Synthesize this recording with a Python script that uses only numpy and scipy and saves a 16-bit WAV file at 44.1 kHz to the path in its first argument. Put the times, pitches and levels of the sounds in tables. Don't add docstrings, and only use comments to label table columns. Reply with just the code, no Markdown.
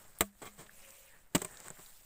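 import sys
import numpy as np
from scipy import signal
from scipy.fft import rfft, irfft
from scipy.io import wavfile
from scipy.ndimage import uniform_filter1d

SR = 44100
rng = np.random.default_rng(int(sys.argv[2]) if len(sys.argv) > 2 else 0)


def int16_out(signal):
    q = np.round(np.clip(np.atleast_2d(signal).T, -1, 1) * 32767)
    wavfile.write(sys.argv[1], SR, q.astype(np.int16))


N = 90404
EVENT_T = np.arange(SR // 2) / SR

# (time [s], level [dB])
HISS_ENVELOPE = [(0, -53), (.14, -60.5), (.25, -51.5), (.32, -68), (.44, -53.5), (.54, -58), (.68, -59.5),
                 (.79, -53.5), (.97, -52.5), (1.14, -59.5), (1.31, -67.5), (1.39, -50), (1.52, -54.5),
                 (1.65, -54), (1.73, -57), (1.83, -50.5), (2.05, -57)]
# (frequency [Hz], gain [dB])
HISS_SPECTRUM = [(30, -40.5), (500, -12.5), (1500, -9), (2500, -6.5), (4500, -2.5), (8000, -0.5),
                 (12000, -1), (16000, -1)]
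# (time [s], level [dB])
WASH_ENVELOPE = [(0, -49.5), (.17, -56), (.33, -61.5), (.5, -56), (.7, -52), (1.0, -57.5), (1.17, -54),
                 (1.31, -62.5), (1.38, -41), (1.49, -46.5), (1.62, -46.5), (1.74, -51.5), (1.85, -54),
                 (2.05, -61.5)]
# (frequency [Hz], gain [dB])
WASH_SPECTRUM = [(30, -2), (150, 0.5), (330, -6), (600, -2), (1100, -5.5), (1800, -5), (3000, -13),
                 (6000, -23.5), (16000, -23.5)]
# (frequency [Hz], gain [dB])
AIR_SPECTRUM = [(10, -31.5), (30, -44), (60, -53.5), (120, -58), (300, -72), (1000, -73.5), (16000, -100)]
# (time [s], level [dB], centre [Hz], half-width [octaves], decay [s])
TICK_EVENTS = [(0.1875, -17.5, 11000, 0.37, 0.0017), (0.665, -29, 2450, 0.8, 0.0052),
               (.9060, -21.5, 6460, 0.36, 0.0015), (1.3804, -15, 7040, 0.33, 0.0012),
               (1.4187, -7.5, 7000, 0.31, 0.00087), (1.4478, -6, 8000, 0.11, 0.0014),
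               (1.5721, -16, 4850, 0.33, 0.0011), (1.6029, -18, 7350, 0.63, 0.00054),
               (1.683, -14, 1400, 0.56, .0006), (1.6834, -15.5, 6900, 0.52, 0.00027),
               (1.7034, -13.5, 7440, 0.17, 0.00043), (1.8617, -14.5, 4150, 0.2, 0.00094)]
# (time [s], rise [s], hoe ring [dB], mud thud [dB], stone crack [dB], grit [dB],
# grit hold [s], grit decay [s], squelch [dB], squelch hold [s])
HOE_BLOWS = [(0.2079, 0.0026, -2, -16, -7, -23, 0.00037, 0.0035, -23.5, 0.0096),
             (1.3487, 0.0014, -19, 0.5, -35, -18, 0.0055, 0.0041, -22.5, 0.012)]
# (frequency [Hz], level [dB], t60 [s])
HOE_MODES = [(200.6, -35, 0.26), (354.7, -24.5, 0.065), (445, -31, 0.081), (652, -25, 0.072),
             (1120, -34.5, 0.084), (1226, -24.5, 0.046), (1610, -27.5, 0.043), (1793, -23.5, 0.024),
             (1980, -27.5, 0.027), (3060, -22.5, 0.022), (3905, -19, 0.022), (7360, -19.5, 0.021),
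             (8430, -21.5, 0.022)]
# (frequency [Hz], level [dB], t60 [s])
POCKET_MODES = [(179, -19.5, 0.073), (283.4, -13.5, 0.04), (354.5, -25.5, 0.091), (666, -17.5, 0.033),
                (1072, -26.5, 0.032), (2930, -23, 0.032)]
# (frequency [Hz], gain [dB])
GRIT_SPECTRUM = [(30, 13), (500, -3), (1800, -2.5), (2600, -7), (3900, -0.5), (5300, -3.5), (8000, 2.5),
                 (11000, -20.5), (15000, -5.5)]
# (frequency [Hz], gain [dB])
SQUELCH_SPECTRUM = [(30, -30.5), (90, 5), (250, -9.5), (600, 7), (1200, -1), (2200, -2), (4000, -17),
                    (8000, -10.5), (16000, -8)]
# (frequency [Hz], gain [dB])
CRACK_SPECTRUM = [(30, -34), (700, -27.5), (1900, -5.5), (2700, -15.5), (3900, -6), (5300, -17), (8400, -5),
                  (11000, -11), (14500, 1)]
# (time [s], rise [s], hold [s], decay [s], body [dB], wet treble [dB], suck [dB])
BLADE_PULLS = [(0.416, 0.0036, 0.0068, 0.014, -40.5, -48, -50),
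               (0.454, 0.00068, 0.018, 0.013, -48, -47.5, -52),
               (0.573, 0.021, 0.02, 0.027, -49.5, -48.5, -61.5)]
# (frequency [Hz], gain [dB])
PAT_SPECTRUM = [(30, -13), (90, 8.5), (170, 6.5), (400, 8), (1200, 3.5), (2200, -4.5), (4000, -45),
                (8000, -1), (16000, -35)]
# (frequency [Hz], gain [dB])
WET_SPECTRUM = [(30, -31), (500, -28), (1500, -1), (3500, -3), (8000, 0), (12000, -9), (16000, 0)]
# (frequency [Hz], bandwidth [Hz], gain [dB])
HOLLOW_MODES = [(430, 32, 3.5), (760, 98, -2.5), (1140, 74, 3), (1600, 39, -16), (2144, 40, 0),
                (2367, 78, -3.5), (3250, 160, -3.5), (3940, 110, -11)]
# (frequency [Hz], level [dB], t60 [s])
HANDLE_MODES = [(205, -59.5, 1.4)]
# (time [s], starting frequency [Hz], level [dB], decay [s])
BUBBLE_EVENTS = [(0.587, 133.6, -53, 0.024), (0.6936, 1650, -42, 0.0012)]
# (time [s], duration [s], centre [Hz], bandwidth [Hz], level [dB])
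SWELL_BANDS = [(0.601, 0.68, 549, 65, -73.5), (0.639, 0.59, 2570, 1240, -65.5),
               (1.057, 0.17, 1770, 300, -67), (1.433, 0.18, 1800, 160, -68)]
# (time [s], level [dB])
SPRAY_ENVELOPE = [(1.36, -49.5), (1.5, -56.5), (1.68, -56), (1.72, -72)]
# (frequency [Hz], gain [dB])
DROPLET_SPECTRUM = [(30, -48), (4000, -22), (6500, 3.5), (8000, 5.5), (9500, -10), (16000, -20)]
# (time [s], rise [s], hold [s], decay [s], body [dB], wet treble [dB], plop [dB])
CLOD_LANDINGS = [(1.377, 0.0035, 0.00092, 0.0064, -54, -44.5, -42),
                 (1.4173, 0.00021, 0.0035, 0.0049, -38, -31.5, -38),
                 (1.4462, 0.00033, 0.0035, 0.0055, -39.5, -35, -39),
                 (1.642, 0.017, 0.017, 0.0087, -48.5, -49, -54),
                 (1.7026, 0.00044, .002, 0.0058, -40.5, -52, -47.5),
                 (1.783, 0.011, 0.0023, 0.01, -53, -53, -47)]
# (frequency [Hz], level [dB], t60 [s])
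GROUND_MODES = [(169, -2.5, 0.075), (383, -2.5, 0.075), (611, -7.5, 0.12), (1023, -10.5, 0.09)]
# (frequency [Hz], gain [dB])
MIC_RESPONSE = [(20, 0.5), (2000, 0), (3800, -3.5), (4700, -6), (6200, -7), (7300, 0), (8400, 2),
                (9300, -4.5), (11000, -7.5), (13000, -6), (14300, -1.5), (15400, -0.5)]


def amp(db):
    return 10 ** (np.asarray(db) / 20)


def colour(x, spectrum):
    hz, db = np.transpose(spectrum)
    f = abs(np.fft.fftfreq(4096, 1 / SR))
    log_gain = np.log(amp(np.interp(np.log(f + 1), np.log(hz), db)))
    response = np.exp(np.conj(signal.hilbert(log_gain)))
    taps = np.fft.ifft(response).real
    return signal.fftconvolve(x, taps[:len(taps) // 2])[:len(x)]


def add(mix, start, sound):
    part = mix[max(round(start * SR), 0):][:len(sound)]
    part += sound[:len(part)]


def drift(count, span):
    return uniform_filter1d(rng.standard_normal(count), span) * np.sqrt(span)


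def grains(count, clump_db):
    clumps = drift(count, span=16)
    x = rng.standard_normal(count) * amp(clump_db * clumps)
    return x / x.std()


def burst(rise, hold, decay):
    t = EVENT_T
    grit = grains(len(t), clump_db=7)
    rms = np.sqrt(abs(uniform_filter1d(grit ** 2, round(SR / 900))))
    return grit / rms * np.minimum(t / rise, 1) * np.exp(-np.maximum(t - rise - hold, 0) / decay)


def ring(modes, rise):
    t = EVENT_T
    x = sum(amp(db) * np.exp(-np.log(1000) * t / t60) * np.sin(2 * np.pi * hz * t)
            for hz, db, t60 in modes)
    return x * np.minimum(t / rise, 1)


def patchy(x, span=9, depth_db=2):
    spectra = signal.stft(x, nperseg=256)[2]
    field = rng.standard_normal(spectra.shape)
    field = uniform_filter1d(uniform_filter1d(field, span, axis=0), span, axis=1)
    return signal.istft(spectra * amp(depth_db * field / field.std()))[1][:N]


def hiss_wash_and_air():
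    t = np.arange(N) / SR
    hiss_gain = amp(np.interp(t, *np.transpose(HISS_ENVELOPE)))
    wash_gain = amp(np.interp(t, *np.transpose(WASH_ENVELOPE)))
    hiss = hiss_gain * colour(grains(N, clump_db=3), HISS_SPECTRUM)
    wash = wash_gain * colour(grains(N, clump_db=3), WASH_SPECTRUM)
    return patchy(hiss + wash) + colour(rng.standard_normal(N), AIR_SPECTRUM)


def ticks(crackle_db=-15.5):
    out, hz = np.zeros(N), np.geomspace(100, SR / 2, 60)
    impulse = EVENT_T == 0
    for start, db, centre_hz, half_width, decay in TICK_EVENTS:
        band_db = -10 * np.log10(1 + (np.log2(hz / centre_hz) / half_width) ** 4)
        snap = impulse + amp(crackle_db) * burst(rise=0.00011, hold=0, decay=decay)
        add(out, start, amp(db) * colour(snap, np.c_[hz, band_db]))
    return out


def hoe_blows(spray_db=-33.5, crack_delay_s=0.0005):
    out = np.zeros(N)
    for (start, rise, ring_db, thud_db, crack_db,
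         grit_db, grit_hold, grit_decay, squelch_db, squelch_hold) in HOE_BLOWS:
        grit = amp(grit_db) * burst(rise, grit_hold, grit_decay)
        spray = amp(spray_db) * burst(rise, hold=0, decay=0.013)
        squelch = amp(squelch_db) * burst(rise, squelch_hold, decay=0.0059)
        noise = colour(grit + spray, GRIT_SPECTRUM) + colour(squelch, SQUELCH_SPECTRUM)
        hoe = amp(ring_db) * ring(HOE_MODES, rise=0.00024)
        thud = amp(thud_db) * ring(POCKET_MODES, rise=0.0039)
        add(out, start, noise + hoe - thud)
        crack = colour(burst(rise=0.0003, hold=0.0008, decay=0.0009), CRACK_SPECTRUM)
        add(out, start + crack_delay_s, amp(crack_db) * crack)
    return out


def splat(rise, hold, decay, body_db, wet_db):
    pat = amp(body_db) * colour(burst(rise, hold, decay), PAT_SPECTRUM)
    crackle = amp(wet_db) * colour(burst(rise, hold, decay), WET_SPECTRUM)
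    return pat + crackle


def suck(rise, hold, decay, unevenness_db=4.5):
    t = EVENT_T
    hollows = sum(amp(db) * width * np.exp(-np.pi * width * t) * np.cos(2 * np.pi * hz * t)
                  for hz, width, db in HOLLOW_MODES)
    slips = burst(rise, hold, decay) * amp(unevenness_db * drift(len(t), span=130))
    return signal.fftconvolve(slips, hollows / np.linalg.norm(hollows))[:len(t)]


def blade_pulls():
    out = np.zeros(N)
    for start, rise, hold, decay, body_db, wet_db, suck_db in BLADE_PULLS:
        mud = splat(rise, hold, decay, body_db, wet_db)
        add(out, start, mud + amp(suck_db) * suck(rise, hold, decay))
    first_pull = BLADE_PULLS[0][0]
    add(out, first_pull, ring(HANDLE_MODES, rise=0.067))
    return out


def bubbles(rise_s=0.0015, glide_per_s=11.6):
    out, t = np.zeros(N), EVENT_T
    for start, hz, db, decay in BUBBLE_EVENTS:
        envelope = np.minimum(t / rise_s, 1) * np.exp(-np.maximum(t - rise_s, 0) / decay)
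        phase = 2 * np.pi * hz * t * (1 + glide_per_s * t / 2)
        add(out, start, amp(db) * envelope * np.sin(phase))
    return out


def far_swells(waver_db=3):
    out, f = np.zeros(N), np.fft.rfftfreq(N, 1 / SR)
    for start, duration, hz, width_hz, db in SWELL_BANDS:
        response = 1 / (1 + (2 * (f - hz) / width_hz) ** 2)
        band = irfft(rfft(rng.standard_normal(N)) * response, N)
        arch = np.sin(np.pi * np.arange(0, duration, 1 / SR) / duration)
        gain = amp(db + waver_db * drift(len(arch), span=1500))
        add(out, start, gain * arch * band[:len(arch)] / band.std())
    return out


def falling_spray():
    level_db = np.interp(np.arange(N) / SR, *np.transpose(SPRAY_ENVELOPE), left=-np.inf, right=-np.inf)
    return colour(grains(N, clump_db=4.5) * amp(level_db), DROPLET_SPECTRUM)


def falling_clods(suck_offset_db=-12.5):
    out = np.zeros(N)
    for start, rise, hold, decay, body_db, wet_db, plop_db in CLOD_LANDINGS:
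        plop = amp(plop_db) * ring(GROUND_MODES, rise + hold)
        hollows = amp(wet_db + suck_offset_db) * suck(rise, hold, decay)
        add(out, start, splat(rise, hold, decay, body_db, wet_db) + plop + hollows)
    return out


def scene():
    digging = hoe_blows() + blade_pulls() + falling_clods()
    small_sounds = ticks() + falling_spray() + bubbles()
    return (digging + small_sounds + hiss_wash_and_air() + far_swells())[None]


def record(dry, cutoff_hz=15560):
    low_pass = signal.firwin(511, cutoff_hz, window=("kaiser", 9), fs=SR)
    return signal.fftconvolve(colour(dry[0], MIC_RESPONSE), low_pass, "same")[None]


dry = scene()
out = record(dry)
int16_out(out)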